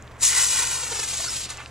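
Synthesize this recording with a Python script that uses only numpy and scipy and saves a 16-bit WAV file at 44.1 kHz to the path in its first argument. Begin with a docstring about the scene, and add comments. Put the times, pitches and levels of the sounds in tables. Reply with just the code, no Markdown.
"""A loud jet-like hiss flares up, whistles, sputters and dies away: powder burning in a steel trough
on asphalt. Turbulence shakes the hiss and grains crackle in the flame.
A reflection, probably off the ground, lags more and more and sweeps a comb through the hiss.
A distant machine hums under the outdoor rumble."""
import sys
import numpy as np
from scipy.fft import rfft, irfft, next_fast_len
from scipy.io import wavfile
from scipy.ndimage import map_coordinates

SR = 44100
rng = np.random.default_rng(int(sys.argv[2]) if len(sys.argv) > 2 else 0)


def generate_wav(sig):
    """Save sig (samples, or channels by samples) to the path in sys.argv[1] as 16-bit PCM at SR."""
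    pcm = np.round(np.clip(np.atleast_2d(sig).T, -1, 1) * 32767).astype(np.int16)
    wavfile.write(sys.argv[1], SR, pcm)


N = 74970

# flare envelopes: time_s, sizzle_db, hiss_db, roar_db
FLARE_LEVELS = [(.17, -71, -82, -82), (.205, -38.5, -47.5, -55), (.233, -14.5, -24, -33.5),
                (.262, -16.3, -27, -37.5), (.29, -19.5, -27.5, -41), (.325, -23.5, -29, -34),
                (.41, -17.5, -26.5, -29), (.48, -22.5, -31.5, -40), (.545, -22.5, -29, -34.5),
                (.615, -22, -30, -29.5), (.652, -27, -34, -35.5), (.775, -28, -35, -38.5),
                (.87, -31.5, -39, -39.5), (1.16, -29.5, -34, -44.5), (1.24, -30, -35, -51),
                (1.33, -32, -36.5, -45), (1.36, -30, -32.5, -46), (1.4, -32, -38.5, -55),
                (1.44, -32, -32.5, -50), (1.48, -54, -44.5, -55), (1.503, -31.5, -34, -37.5),
                (1.555, -49, -48.5, -51.5), (1.59, -53.5, -48, -37), (1.622, -49, -51, -40.5),
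                (1.65, -53, -52, -56), (1.7, -56, -57, -72)]
# flare bands (treble, upper mid, mid): freq_hz, relative_db
SIZZLE_SPECTRUM = [(1000, -46), (3500, -37), (5200, -6), (6400, -2.5), (8600, 2), (10000, -6), (12500, -18),
                   (15500, -31.5)]
HISS_SPECTRUM = [(700, -29), (2000, -1.5), (2900, 1), (4400, 5), (6000, -2), (9000, -3), (14000, -38)]
ROAR_SPECTRUM = [(150, -41), (300, -16), (450, -11.5), (680, -11.5), (880, -3.5), (1450, 1), (2000, -3.5),
                 (2600, 0), (5000, -25), (12000, -50)]
# gas puffs: centre_s, spit_db, thrum_db, thrum_hz, sigma_s
GAS_PUFFS = [(0.241, -33, -55, 726, .012), (.836, -29, -43, 522, 0.0077), (0.924, -27.5, -39.5, 448, 0.01),
             (0.962, -32, -49, 467, 0.0088), (0.998, -26, -42, 415, 0.008), (1.034, -31, -44, 430, 0.004),
             (1.137, -35, -41.5, 500, 0.0071), (1.201, -32.5, -41.5, 620, 0.0046),
             (1.246, -29.5, -45.5, 580, .007)]
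# broad spit of a puff: freq_hz, relative_db
SPIT_SPECTRUM = [(150, -35), (400, -11.5), (800, 1), (1500, -2.5), (4000, -1.5), (7500, 2.5), (10000, -4),
                 (15000, -50)]
# jet whistles: centre_s, pitch_hz, level_db, sigma_s
JET_WHISTLES = [(0.27, 6320, -29, 0.022), (0.357, 1975, -34.5, 0.076), (0.754, 1007, -42.5, 0.027),
                (1.162, 6480, -35, 0.019), (1.253, 4500, -35.5, 0.025), (1.269, 1440, -40.5, 0.022),
                (1.296, 5330, -31.5, 0.011)]
# single grains popping: start_s, peak_db, centre_hz
GRAIN_POPS = [(0.0238, -34, 7450), (0.077, -36, 3960), (1.037, -11, 6560), (1.5158, -23.5, 1970),
              (1.572, -25.5, 6530), (1.5775, -27, 6650), (1.66, -23.5, 3800)]
# pops and ember ticks: freq_hz, relative_db
SNAP_SPECTRUM = [(300, -2), (1500, 4.5), (4200, -7), (8000, -10), (11000, -11.5), (15500, -31)]
# far reflection delay: time_s, lag_ms
FAR_LAG = [(.33, 2.06), (.45, 2.0), (.55, 2.07), (.69, 2.04), (.9, 2.19), (1.02, 2.33), (1.14, 2.54),
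           (1.36, 3.19), (1.55, 3.42)]
# far reflection strength: time_s, gain_re_direct
FAR_GAIN = [(.24, 0.17), (.32, 0.44), (.9, 0.87), (1.4, 0.64)]
# outdoor rumble: freq_hz, relative_db
AIR_SPECTRUM = [(20, 0), (40, -1.5), (55, 2), (95, -7), (160, -4), (300, -5.5), (600, -6.5), (1200, -7.5),
                (2200, -13), (4500, -28), (8000, -26.5), (11000, -35), (15500, -43)]
# machine partials: pitch_hz, rms_db
HUM_PARTIALS = [(75, -49.5), (119.5, -51), (131, -59)]
# microphone port balance: freq_hz, left_over_right_db
PORT_BALANCE = [(200, -1), (450, 1), (1100, -1.1), (2400, -1.5), (4000, -1.7), (5800, -0.5), (7200, 2.5),
                (7950, 9.5), (8800, 1), (9700, -1.2), (15000, 0.5)]
# port phase: freq_hz, left_lead_rad
PORT_LEAD = [(100, 0), (330, .15), (1000, -.26), (2800, -.22), (4800, -.62), (7400, -.9), (8400, -2.55),
             (10500, -2.3), (15000, -2.8)]
# sound the ports do not share: freq_hz, unshared_over_shared_db
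PORT_UNSHARED = [(70, -12), (200, -6.5), (600, -14.5), (2500, -14), (4500, -12), (9500, -20), (12000, -8),
                 (15000, 2.5)]

FLUTTER_DB, FLUTTER_PER_S, RASP_DB, RASP_PER_S = 1.13, 65, 1.3, 760
GRAINS_PER_S, GRAIN_DB, GRAIN_SPREAD_DB = 2800, -8, 1.5
EMBERS_PER_S, EMBER_DB, POP_T60_S = 32, -59.5, 0.006
NEAR_LAG_MS, NEAR_GAIN = 1.02, 0.14  # near reflection, probably off the trough
SCATTER_HZ = 8600  # rough ground scatters the reflection above this


def flare():
    """Burning powder: crackly sizzle, hiss and roar, all shaken by one turbulence."""
    sizzle_db, hiss_db, roar_db = curves(FLARE_LEVELS)
    turbulence_db = FLUTTER_DB * wobble(FLUTTER_PER_S) + RASP_DB * wobble(RASP_PER_S)
    grainy_noise = noise() + amp(GRAIN_DB) * grains(GRAINS_PER_S)
    sizzle = amp(sizzle_db) * coloured(grainy_noise, SIZZLE_SPECTRUM)
    hiss = amp(hiss_db) * coloured(noise(), HISS_SPECTRUM)
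    roar = amp(roar_db) * coloured(noise(), ROAR_SPECTRUM)
    return amp(turbulence_db) * (sizzle + hiss + roar)


def sputters():
    """Gas puffs at ignition and as the flare weakens: broad spit plus hollow low thrum."""
    spit = coloured(noise(), SPIT_SPECTRUM)
    out = 0
    for centre_s, spit_db, thrum_db, thrum_hz, sigma_s in GAS_PUFFS:
        thrum = unit(bandpass(noise(), thrum_hz, width_hz=138))
        out += swell(centre_s, sigma_s) * (amp(spit_db) * spit + amp(thrum_db) * thrum)
    return out


def whistles():
    """Breathy narrow tones that swell, flutter and fade in the jet."""
    out = 0
    for centre_s, pitch_hz, level_db, sigma_s in JET_WHISTLES:
        tone = unit(bandpass(noise(), pitch_hz, width_hz=200))
        out += amp(level_db) * swell(centre_s, sigma_s) * tone
    return out * amp(2 * FLUTTER_DB * wobble(FLUTTER_PER_S))


def crackle():
    """A few grains pop clearly over faint ember ticks."""
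    t = np.arange(N) / SR
    out = amp(EMBER_DB) * coloured(grains(EMBERS_PER_S), SNAP_SPECTRUM)
    for start_s, peak_db, centre_hz in GRAIN_POPS:
        decay = (t >= start_s) * amp(-60 * np.abs(t - start_s) / POP_T60_S)
        snap = coloured(noise() * decay, SNAP_SPECTRUM)
        pop = bandpass(snap, centre_hz, width_hz=3300)
        out += amp(peak_db) * pop / np.abs(pop).max()
    return out


def reflections(x):
    """Steady near and drifting far echo comb x at about equal power; the top treble escapes."""
    (far_lag_ms,), (far_gain,) = curves(FAR_LAG), curves(FAR_GAIN)
    low = filtered(x, lambda hz: 1 / np.hypot(1, (hz / SCATTER_HZ) ** 4))
    echoes = NEAR_GAIN * delayed(low, NEAR_LAG_MS) + far_gain * delayed(low, far_lag_ms)
    combed = (low + echoes) / np.sqrt(1 + NEAR_GAIN ** 2 + far_gain ** 2)
    return x - low + combed


def outdoor_rumble(level_db=-45.5, waver_db=0.52):
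    """Near-steady rumble of the open air."""
    return amp(level_db + waver_db * wobble(per_s=12.6)) * coloured(noise(), AIR_SPECTRUM)


def machine_hum(waver_db=0.6, wander_rad=0.38):
    """Distant machine: low partials, slightly unsteady in level and phase."""
    t = np.arange(N) / SR
    out = 0
    for pitch_hz, rms_db in HUM_PARTIALS:
        peak = np.sqrt(2) * amp(rms_db + waver_db * wobble(per_s=12.5))
        phase_rad = 2 * np.pi * (pitch_hz * t + rng.random()) + wander_rad * wobble(per_s=6.4)
        out += peak * np.sin(phase_rad)
    return out


def microphone_ports(x):
    """Shared and unshared rows to stereo; level and phase differ most near the ports' treble resonance."""
    side = np.array([[1], [-1]])  # left, right
    shared = filtered(x[0], lambda hz: 1 / np.hypot(1, amp(along(PORT_UNSHARED, hz))))
    unshared = filtered(x[1], lambda hz: 1 / np.hypot(1, amp(-along(PORT_UNSHARED, hz))))

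    def response(hz):
        gain = np.sqrt(2) / np.hypot(1, amp(-side * along(PORT_BALANCE, hz)))
        return gain * np.exp(.5j * side * along(PORT_LEAD, hz))
    return filtered(shared + side * unshared, response)


def amp(db):
    """Decibels to gain."""
    return 10 ** (np.asarray(db) / 20)


def unit(x):
    """x at rms 1."""
    return x / np.sqrt(np.mean(x ** 2) + 1e-20)


def along(points, hz):
    """(freq_hz, value) points read on a log axis."""
    freq_hz, values = np.transpose(points)
    return np.interp(np.log(hz + 1), np.log(freq_hz + 1), values)


def curves(rows):
    """One per-sample curve for each column after time_s."""
    time_s, *columns = np.transpose(rows)
    return [np.interp(np.arange(N) / SR, time_s, column) for column in columns]


def swell(centre_s, sigma_s):
    """Gaussian envelope, peak 1."""
    return np.exp(-.5 * ((np.arange(N) / SR - centre_s) / sigma_s) ** 2)


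def wobble(per_s):
    """Smooth random curve, per_s knots a second."""
    return map_coordinates(rng.standard_normal(N // 8), [np.arange(N) * per_s / SR], mode="wrap")


def noise():
    """Two white noises: shared by both ports, and unshared."""
    return rng.standard_normal((2, N))


def grains(per_s):
    """Random ticks of uneven size, rms 1."""
    size = amp(GRAIN_SPREAD_DB * np.minimum(rng.exponential(size=N), 4))
    hits = rng.random(N) < per_s / SR
    return unit(hits * size * np.sign(noise()))


def filtered(x, response):
    """x through a complex frequency response."""
    n_fft = next_fast_len(N + SR // 2)
    hz = np.fft.rfftfreq(n_fft, 1 / SR)
    return irfft(rfft(x, n_fft) * response(hz), n_fft)[..., :N]


def coloured(x, spectrum):
    """x shaped by a spectrum, rms 1."""
    return unit(filtered(x, lambda hz: amp(along(spectrum, hz))))


def bandpass(x, centre_hz, width_hz):
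    """x twice through one resonance, width_hz wide per pass."""
    def resonance(hz):
        return 1j * hz * width_hz / (centre_hz ** 2 - hz ** 2 + 1j * hz * width_hz)
    return filtered(filtered(x, resonance), resonance)


def delayed(x, lag_ms):
    """x after a steady or drifting lag."""
    read_at = np.arange(N) - lag_ms * SR / 1000
    return np.array([map_coordinates(row, [read_at], order=5) for row in x])


def scene():
    """Burning powder over the background, in stereo."""
    fire = reflections(flare() + sputters()) + whistles() + crackle()
    return microphone_ports(fire + outdoor_rumble()) + machine_hum()


def record(dry, top_hz=15750):
    """Brick-wall band limit."""
    return filtered(dry, lambda hz: hz < top_hz)


dry = scene()
out = record(dry)
generate_wav(out)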